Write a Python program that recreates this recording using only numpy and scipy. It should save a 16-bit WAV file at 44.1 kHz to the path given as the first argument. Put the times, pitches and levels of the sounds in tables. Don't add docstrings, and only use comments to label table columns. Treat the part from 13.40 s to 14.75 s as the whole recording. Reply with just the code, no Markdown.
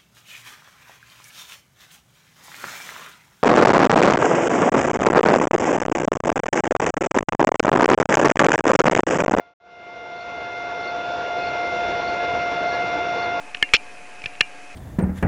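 import sys
import numpy as np
from scipy import signal
from scipy.io import wavfile

SR = 44100
rng = np.random.default_rng(int(sys.argv[2]) if len(sys.argv) > 2 else 0)


def pcm_store(signal):
    levels = np.round(np.clip(np.atleast_2d(signal), -1, 1) * 32767)
    wavfile.write(sys.argv[1], SR, levels.astype(np.int16).T)


N = 59535


def from_db(db):
    return 10 ** (np.asarray(db) / 20)


def rms_one(x):
    return x / np.sqrt(np.mean(x ** 2) + 1e-20)


def butter(x, order, hz, kind="low"):
    return signal.sosfilt(signal.butter(order, hz, kind, fs=SR, output="sos"), x)


def drift(rate_hz):
    pole = np.exp(-80 * np.pi * rate_hz / SR)
    slow = signal.lfilter([1], [1, -2 * pole, pole * pole], rng.standard_normal(N // 40 + 2002))[2000:]
    return np.interp(np.arange(N) / 40, np.arange(len(slow)), rms_one(slow - slow.mean()))


def ring(clicks, hz, db, t60):
    r, w = from_db(-60 / (t60 * SR)), 2 * np.pi * hz / SR
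    return signal.lfilter([0, from_db(db) * np.sin(w)], [1, -2 * r * np.cos(w), r * r], clicks + 1e-18)


def hiss(rms_db=-44.5, flicker_db=1.0, flicker_hz=30.0, top_hz=10670):
    # (frequency [Hz], relative level [dB])
    colour = [(25, -31), (60, -24), (140, -20.5), (300, -17.5), (550, -13), (900, -17.5), (1800, -16.5),
              (2400, -14), (2900, -22.5), (3800, -27.5), (6500, -24.5), (8000, -26.5), (9200, -29),
              (10500, -24.5)]
    colour_hz, colour_db = np.transpose(colour)
    edges = 20 * 2 ** np.arange(0, 9.4, 1 / 3)
    white = rng.standard_normal((2, N + SR))
    out = 0
    for k, (low, high) in enumerate(zip(edges, edges[1:])):
        band = butter(white[k % 2], 2, [low, high], "band")[SR:]
        band_db = np.interp(np.log(low * high) / 2, np.log(colour_hz), colour_db)
        out += from_db(band_db + flicker_db * drift(flicker_hz)) * band
    return from_db(rms_db) * rms_one(butter(out, 16, top_hz))


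def thin_tones(wander_hz=1.44, waver_rate_hz=18.4):
    # (pitch [Hz], rms level [dB], waver [dB])
    partials = [(287, -65, 7.5), (719.6, -50, 1), (871, -59.5, 5), (1620, -62, 5), (2450, -57, -1.5),
                (2557, -52, 2.5), (2745, -66, 6.5), (2975, -68, -5)]
    out = 0
    for hz, db, waver_db in partials:
        peak = np.sqrt(2) * from_db(db + waver_db * drift(waver_rate_hz))
        cycles = rng.random() + np.cumsum(hz + wander_hz * drift(waver_rate_hz)) / SR
        out += peak * np.sin(2 * np.pi * cycles)
    return out


def support_ring(top_hz=3900):
    # (frequency [Hz], t60 [s])
    modes = [(45, .016), (130, .035), (260, .016), (440, .012), (1150, .008), (1770, .03), (2145, .05),
             (2370, .18), (2772, .15), (2885, .1)]
    jolt_s = [.1475, .2263, .3361, .3420, .8395, .8592, 1.0078]
    jolt_db = [(-80, -41, -64.5, -34, -46, -27.5, -62, -64, -58, -65),
               (-15.5, -53, -45, -15, -26, -3.5, -10.5, -33.5, -22, -44),
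               (-5.5, -28, -19, -22.5, -7, -20, -51, -35, -44, -48),
               (-25, -46, -25, -8, -42, -16, -37, -27, -37, -44),
               (-80, -34, -65, -37, -57, -40, -46, -35, -52, -56),
               (-70, -28.5, -38.5, -25.5, -49, -25, -55, -34, -40, -52),
               (-58, -24.5, -23, -10.5, -37, -10.5, -26, -25, -25.5, -23)]
    onsets = (np.array(jolt_s) * SR).astype(int)
    out = 0
    for (hz, t60), levels_db in zip(modes, np.transpose(jolt_db)):
        jolts = np.zeros(N)
        jolts[onsets] = -from_db(levels_db)
        out += butter(ring(jolts, hz, 0, t60), 2, (hz - 35) / 2, "high")
    return butter(out, 4, top_hz)


def jaw_slips(rise_s, length_s, fade_db, slip_hz, uneven, grit_db=-10.5, spread_db=4, first_slip_db=5):
    size = SR // 25
    t = np.arange(size) / SR
    gap_jitter, force_jitter = rng.standard_normal((2, 200))
    grit = rng.standard_normal(size) ** 3 / 4
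    clicks = from_db(grit_db) * uneven * grit
    slip_at = np.cumsum(np.exp(uneven * gap_jitter / 2)) * SR / slip_hz
    slip_at = (slip_at - slip_at[0]).astype(int)
    force = from_db(spread_db * uneven * np.clip(force_jitter, -2, 1.5))
    inside = slip_at < size
    clicks[slip_at[inside]] -= force[inside]
    clicks[0] *= from_db(first_slip_db)
    attack = np.clip((t + 4 / SR) / rise_s, 0, 1)
    fade = from_db(fade_db * t / length_s)
    release = np.clip((length_s - t) * SR / 8, 0, 1)
    return clicks * attack * fade * release


def shell_cracks(main_t60_s=0.0038, dull_hz=3650, low_hz=1303, stop_hz=8540):
    # (frequency [Hz], level [dB], t60 [s])
    body_modes = [(2050, -11.5, 0.0017), (3282, 1, 0.0037)]
    # (frequency [Hz], level [dB], t60 [s])
    bright_modes = [(4390, -12, 0.0091), (5095, -10, 0.0044), (6900, -20, 0.0032)]
    starts = [.1443, .1520, .1701, .2220, .2259, .2880, .3356, .3391, .3405, .3444, .3514, .3641, .8186,
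              .8387, .8586, .9517, 1.0072, 1.0093, 1.0131]
    levels = [-20, -29, -30.5, -38, -6.5, -40.5, -2.5, -18.5, -4.5, -10.5, -12.5, -24, -29.5, -27.5, -18.5,
              -39, -7.5, -8.5, -16.5]
    brightness = [-2.5, -12, 1, -17, 2, -12, -2.5, 18, 2.5, 4, 4.5, 8, 2, -1, 1, -10, 0, 4, -4]
    rises = [.004, .0003, .0003, .0003, .0002, .001, .0002, .0002, .0003, .0003, .0003, .0003, .0005, .001,
             .0002, .001, .0004, .0003, .0003]
    lengths = [.0053, .003, .0015, .002, .0023, .004, .0033, .0014, .0036, .007, .0122, .0036, .002, .0045,
               .005, .004, .002, .0032, .0011]
    fades = [2, -7, -7, 1, -1, 8.5, 1, 2, -1.5, -3, -13.5, 4, -4.5, -2, -8.5, 1, 3.5, -1, 7]
    slip_rates = [2527, 2220, 2840, 2340, 2946, 2240, 2353, 2535, 2493, 2526, 2716, 3010, 2600, 2594, 2600,
                  2610, 2712, 2400, 2600]
    unevenness = [0.3, 0.9, .4, 0.3, 0.34, 0.35, 0.24, 0.68, .25, .6, 0.31, 0.21, 0.21, 0.27, 0.183, 0.39,
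                  0.0815, .6, .3]
    cracks = zip(starts, levels, brightness, rises, lengths, fades, slip_rates, unevenness)
    out = np.zeros(N + SR)
    for start_s, db, bright_db, rise_s, length_s, fade_db, slip_hz, uneven in cracks:
        clicks = from_db(db) * jaw_slips(rise_s, length_s, fade_db, slip_hz, uneven)
        main = ring(clicks, slip_hz, 0, main_t60_s)
        body = sum(ring(clicks, *mode) for mode in body_modes)
        snap = from_db(bright_db) * sum(ring(clicks, *mode) for mode in bright_modes)
        onset = int(start_s * SR)
        out[onset:onset + len(clicks)] += butter(main + body, 2, dull_hz) + snap
    crunch = butter(out[:N] + 1e-18, 3, low_hz, "high")
    return signal.sosfilt(signal.cheby2(8, 40, stop_hz, fs=SR, output="sos"), crunch)


def scene():
    return (shell_cracks() + support_ring() + hiss() + thin_tones())[None]


def record(dry):
    ceiling, hardness, dc_offset = 0.735, 14, -0.0095
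    shelf_hz, shelf_floor, stop_hz = 6150, from_db(-34), 16800
    clipped = dry / (1 + np.abs(dry / ceiling) ** hardness) ** (1 / hardness)
    shelved = shelf_floor * clipped + (1 - shelf_floor) * butter(clipped, 1, shelf_hz)
    return signal.sosfilt(signal.cheby2(12, 60, stop_hz, fs=SR, output="sos"), shelved) + dc_offset


dry = scene()
out = record(dry)
pcm_store(out)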